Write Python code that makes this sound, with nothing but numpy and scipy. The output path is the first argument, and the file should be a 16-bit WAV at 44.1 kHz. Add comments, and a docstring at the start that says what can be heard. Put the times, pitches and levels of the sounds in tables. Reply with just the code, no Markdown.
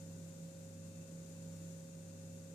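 """A planted aquarium in a quiet room, heard from close to the glass.
From the start the filter pump hums, whines and buzzes once a turn; its hum beats slowly with the mains hum,
first strongest at 0.1 s. A fan-like drone dips often in the first 1.3 s, steps down near 1.7 s, then holds.
These tones are sums of cosines; the low rumble and the fine hiss, stronger on the left, are shaped noise.
The noise sinks a little until 0.8 s, swells to its strongest near 1.7 s and quickly falls back."""
import sys
import numpy as np
from scipy import signal
from scipy.fft import rfft, irfft
from scipy.io import wavfile

SR = 44100
rng = np.random.default_rng(int(sys.argv[2]) if len(sys.argv) > 2 else 0)


def put_to_file(sound):
    """Save the sound as 16-bit audio at rate SR, in the file named by the first command-line argument."""
    columns = np.atleast_2d(sound).T  # one column per channel
    safe = np.clip(columns, -1, 1)
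    whole_steps = np.round(safe * 32767)
    wavfile.write(sys.argv[1], SR, whole_steps.astype(np.int16))


N = 112014

PUMP_HZ, MAINS_HZ = 49.21, 49.91
BEAT_CREST_S = 0.1  # the second harmonics of pump and mains are in step here
EAR_SHARES = np.array([[0.5], [-0.5]])  # splits a difference evenly: left, right


def from_db(db):
    """Turn decibels into gain."""
    return 10 ** (np.asarray(db) / 20)


def seconds():
    """Give the time of every sample."""
    return np.arange(N) / SR


def in_time(rows):
    """Draw straight lines between the (time, value) rows of a table."""
    times, values = np.transpose(rows)
    return np.interp(seconds(), times, values)


def bin_hz():
    """Give the frequency of every spectral bin, kept just above zero."""
    return np.fft.rfftfreq(N, 1 / SR) + 1e-9


def per_bin(points):
    """Read a table over log frequency at every spectral bin."""
    hz, value = np.transpose(points)
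    return np.interp(np.log(bin_hz()), np.log(hz), value)


def pan(db):
    """Give left and right gains that differ by this many dB (positive: left is louder)."""
    return from_db(EAR_SHARES * db)


def white():
    """Make separate white noise for each ear, 0 dB per Hz."""
    return rng.standard_normal((2, N)) * np.sqrt(SR / 2)


def colour(x, spectrum):
    """Give a signal a smooth spectral shape."""
    return irfft(rfft(x) * from_db(per_bin(spectrum)), N)


def resonate(x, hz, width_hz):
    """Pass a signal through a resonance whose gain is 1 at its centre."""
    f = bin_hz()
    detuning = (f * f - hz * hz) / (f * width_hz)
    return irfft(rfft(x) / (1 + 1j * detuning), N)


def drift(rate_hz):
    """Make slow random motion with mean 0 and spread 1, by damping noise above the rate."""
    damping = 1 + (np.fft.rfftfreq(N, 1 / SR) / rate_hz) ** 2
    slow = irfft(rfft(rng.standard_normal(N)) / damping, N)
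    return (slow - slow.mean()) / slow.std()


def hum(base_hz, harmonics):
    """Add steady harmonics, each reaching the two ears with its own level and lag."""
    turn = 2 * np.pi * base_hz * (seconds() - BEAT_CREST_S)
    out = np.zeros((2, N))
    for k, (multiple, left_db, right_db, lead_rad) in enumerate(harmonics):
        # the first harmonic crests at the beat crest, the others start anywhere
        start = rng.uniform(0, 2 * np.pi) if k else 0
        phase = np.round(multiple) * turn + start + EAR_SHARES * lead_rad
        ear_gains = np.sqrt(2) * from_db([[left_db], [right_db]])
        out += ear_gains * np.cos(phase)
    return out


# harmonics of the pump's rotation:
# (multiple of the rotation, left level [dB], right level [dB], left leads by [rad])
PUMP_HARMONICS = [(2, -59.5, -59.5, 0.36), (4, -84, -80, 1.5), (5, -68.5, -66.5, 0), (6, -82.5, -75, 1.5),
                  (7, -80, -77.5, -.8), (8, -82.5, -74, 0), (14, -91, -100, -2.5), (15, -95, -100, -2.5),
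                  (16, -101, -102, 0.5), (24, -94, -91, 2), (25, -91, -91, -2.1), (29, -102, -93, -3.5),
                  (30, -88.5, -81.5, 1.8), (31, -86.5, -88.5, -2.1), (32, -90, -96, 0),
                  (33, -92.5, -103, -2.5), (34, -99, -97, -3), (37, -89, -89, 2.5), (49, -90.5, -91, -0.5),
                  (50, -92, -92, 1.9), (55, -108, -86, 2.8), (73, -94, -92.5, 1.5)]


def pump_hum():
    """The turning pump hums at whole multiples of its rotation rate."""
    return hum(PUMP_HZ, PUMP_HARMONICS)


def pump_whine():
    """The pump's eleventh harmonic stands out and throbs once a turn."""
    level_db, left_lead_rad = -61, 0.79  # level before the throb
    turn = 2 * np.pi * PUMP_HZ * seconds()
    throb = 1 + 0.29 * np.cos(turn)
    tone = np.cos(11 * turn + EAR_SHARES * left_lead_rad)
    return np.sqrt(2) * from_db(level_db) * throb * tone


# resonances of the pump housing:
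# (frequency [Hz], width [Hz], left level [dB per Hz], right level [dB per Hz])
HOUSING_RESONANCES = [(1500, 100, -115, -109), (2660, 8.4, -100, -90.5), (2720, 9.4, -108, -97),
                      (3630, 55, -108, -102), (3680, 11, -104, -99), (3714, 10, -102, -98.5),
                      (4210, 10, -102, -95.5), (4510, 90, -110, -105), (4752, 8.6, -97.5, -101),
                      (5690, 200, -107, -103), (6800, 270, -112, -109)]


def rotor_buzz():
    """The rotor's rubbing swells once a turn and rings in the pump housing."""
    swell = 1 + 0.79 * np.cos(2 * np.pi * PUMP_HZ * seconds())
    swell = swell / np.sqrt(np.mean(swell ** 2))  # keeps the average power
    out = np.zeros((2, N))
    for hz, width_hz, left_db, right_db in HOUSING_RESONANCES:
        rubbing = white() * swell
        out += from_db([[left_db], [right_db]]) * resonate(rubbing, hz, width_hz)
    return out


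# harmonics of the mains hum:
# (multiple of the mains rate, left level [dB], right level [dB], left leads by [rad])
MAINS_HARMONICS = [(2, -66.5, -67, .3), (4, -72, -71.5, .2)]


def mains_hum():
    """The mains hums slightly above the pump's rate, so their second harmonics beat."""
    return hum(MAINS_HZ, MAINS_HARMONICS)


# level of the drone before its trim and pan: (time [s], level [dB])
DRONE_LEVEL_CURVE = [(0.0, -54.5), (0.03, -51.5), (0.31, -52), (0.34, -56), (0.46, -47.5), (0.52, -58),
                     (0.56, -51.5), (0.73, -57), (0.88, -49.5), (0.94, -57.5), (1.0, -49), (1.05, -55),
                     (1.16, -49), (1.22, -53.5), (1.71, -49), (1.75, -53.5), (2.46, -53.5), (2.54, -54)]


def drone():
    """One low tone, probably a fan, wavers in level and slightly in pitch."""
    drone_hz, trim_db, pan_db = 166.85, 0.07, -2.06
    wander_rad = 0.16 * drift(5.5)
    phase = 2 * np.pi * drone_hz * seconds() + wander_rad
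    gain = np.sqrt(2) * from_db(in_time(DRONE_LEVEL_CURVE) + trim_db)
    return gain * np.sin(phase) * pan(pan_db)


# slow swell shared by rumble and hiss: (time [s], level [dB])
NOISE_SWELL = [(0, 0), (.12, 0.4), (.33, -0.15), (.8, -0.5), (1.3, 0.17), (1.68, 1.4), (1.85, -0.5),
               (2.54, -0.44)]


def noise_swell_db():
    """Rumble and hiss rise and fall together, following one slow curve."""
    return in_time(NOISE_SWELL)


# The next three tables shape the rumble, before its pan and swell.
# smooth spectrum of moving air and water: (frequency [Hz], level [dB per Hz])
FLOW_SPECTRUM = [(15, -108), (35, -105), (55, -96.5), (115, -92), (250, -88), (340, -92.5), (480, -93.5),
                 (600, -99), (800, -103), (1200, -110), (2500, -121), (6000, -135)]
# resonances of tank and cabinet: (frequency [Hz], width [Hz], level [dB per Hz])
CABINET_RESONANCES = [(69, 3, -86.5), (127.1, 7.8, -81), (160.4, 7.1, -75.5), (178.3, 8, -84.5),
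                      (221.2, 10, -83.5), (243.5, 12, -86), (272.6, 11.6, -80.5), (315.3, 12, -90.5),
                      (384, 20, -95), (441.4, 15, -92), (543, 26.5, -90), (635, 14, -98)]
# how alike the two ears are: (frequency [Hz], likeness [0 unrelated to 1 identical])
EAR_LIKENESS = [(25, 0.35), (70, 0.85), (170, 1), (280, 0.89), (400, 0.68), (650, 0.46), (1200, 0.05)]


def rumble():
    """Turbulence is coloured by tank and cabinet, and most alike in both ears near 170 Hz."""
    pan_db, swell_share = -2, 1.1
    flow = colour(white(), FLOW_SPECTRUM)
    for hz, width_hz, level_db in CABINET_RESONANCES:
        flow = flow + from_db(level_db) * resonate(white(), hz, width_hz)
    # a shared middle and an opposed side, mixed so that the power stays the same
    alike = per_bin(EAR_LIKENESS)
    shares = np.sqrt([(1 + alike) / 2, (1 - alike) / 2])
    mid, side = irfft(rfft(flow) * shares, N)
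    ears = np.array([mid + side, mid - side])
    return ears * pan(pan_db) * from_db(swell_share * noise_swell_db())


# hiss in the left ear, before swell and flicker: (frequency [Hz], level [dB per Hz])
LEFT_HISS_SPECTRUM = [(200, -112), (1000, -108), (1700, -107), (3000, -108.5), (4200, -105.5),
                      (5200, -103.5), (6200, -97), (6950, -91.5), (7900, -98), (8500, -98), (9500, -103),
                      (10700, -107), (11600, -110.5), (14500, -110)]
# hiss in the right ear, before swell and flicker: (frequency [Hz], level [dB per Hz])
RIGHT_HISS_SPECTRUM = [(200, -112), (1000, -107), (1700, -107), (3000, -109), (4200, -108), (5200, -109.5),
                       (6200, -108.5), (8000, -109.5), (8500, -108.5), (9300, -112), (11600, -111.5),
                       (14500, -111)]


def hiss():
    """Smooth noise, unrelated in the two ears, flickers slightly and peaks near 7 kHz on the left."""
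    left, right = white()
    flicker_db = 0.42 * drift(16)
    ears = np.array([colour(left, LEFT_HISS_SPECTRUM), colour(right, RIGHT_HISS_SPECTRUM)])
    return from_db(noise_swell_db() + flicker_db) * ears


def scene():
    """All the sources sound together from start to end."""
    pump = pump_hum() + pump_whine() + rotor_buzz()
    background = mains_hum() + drone() + rumble() + hiss()
    return pump + background


def record(dry):
    """A steep low-pass filter removes the sound above 14450 Hz."""
    low_pass = signal.ellip(12, 0.1, 70, 14450, fs=SR, output="sos")
    return signal.sosfilt(low_pass, dry)


dry = scene()
out = record(dry)
put_to_file(out)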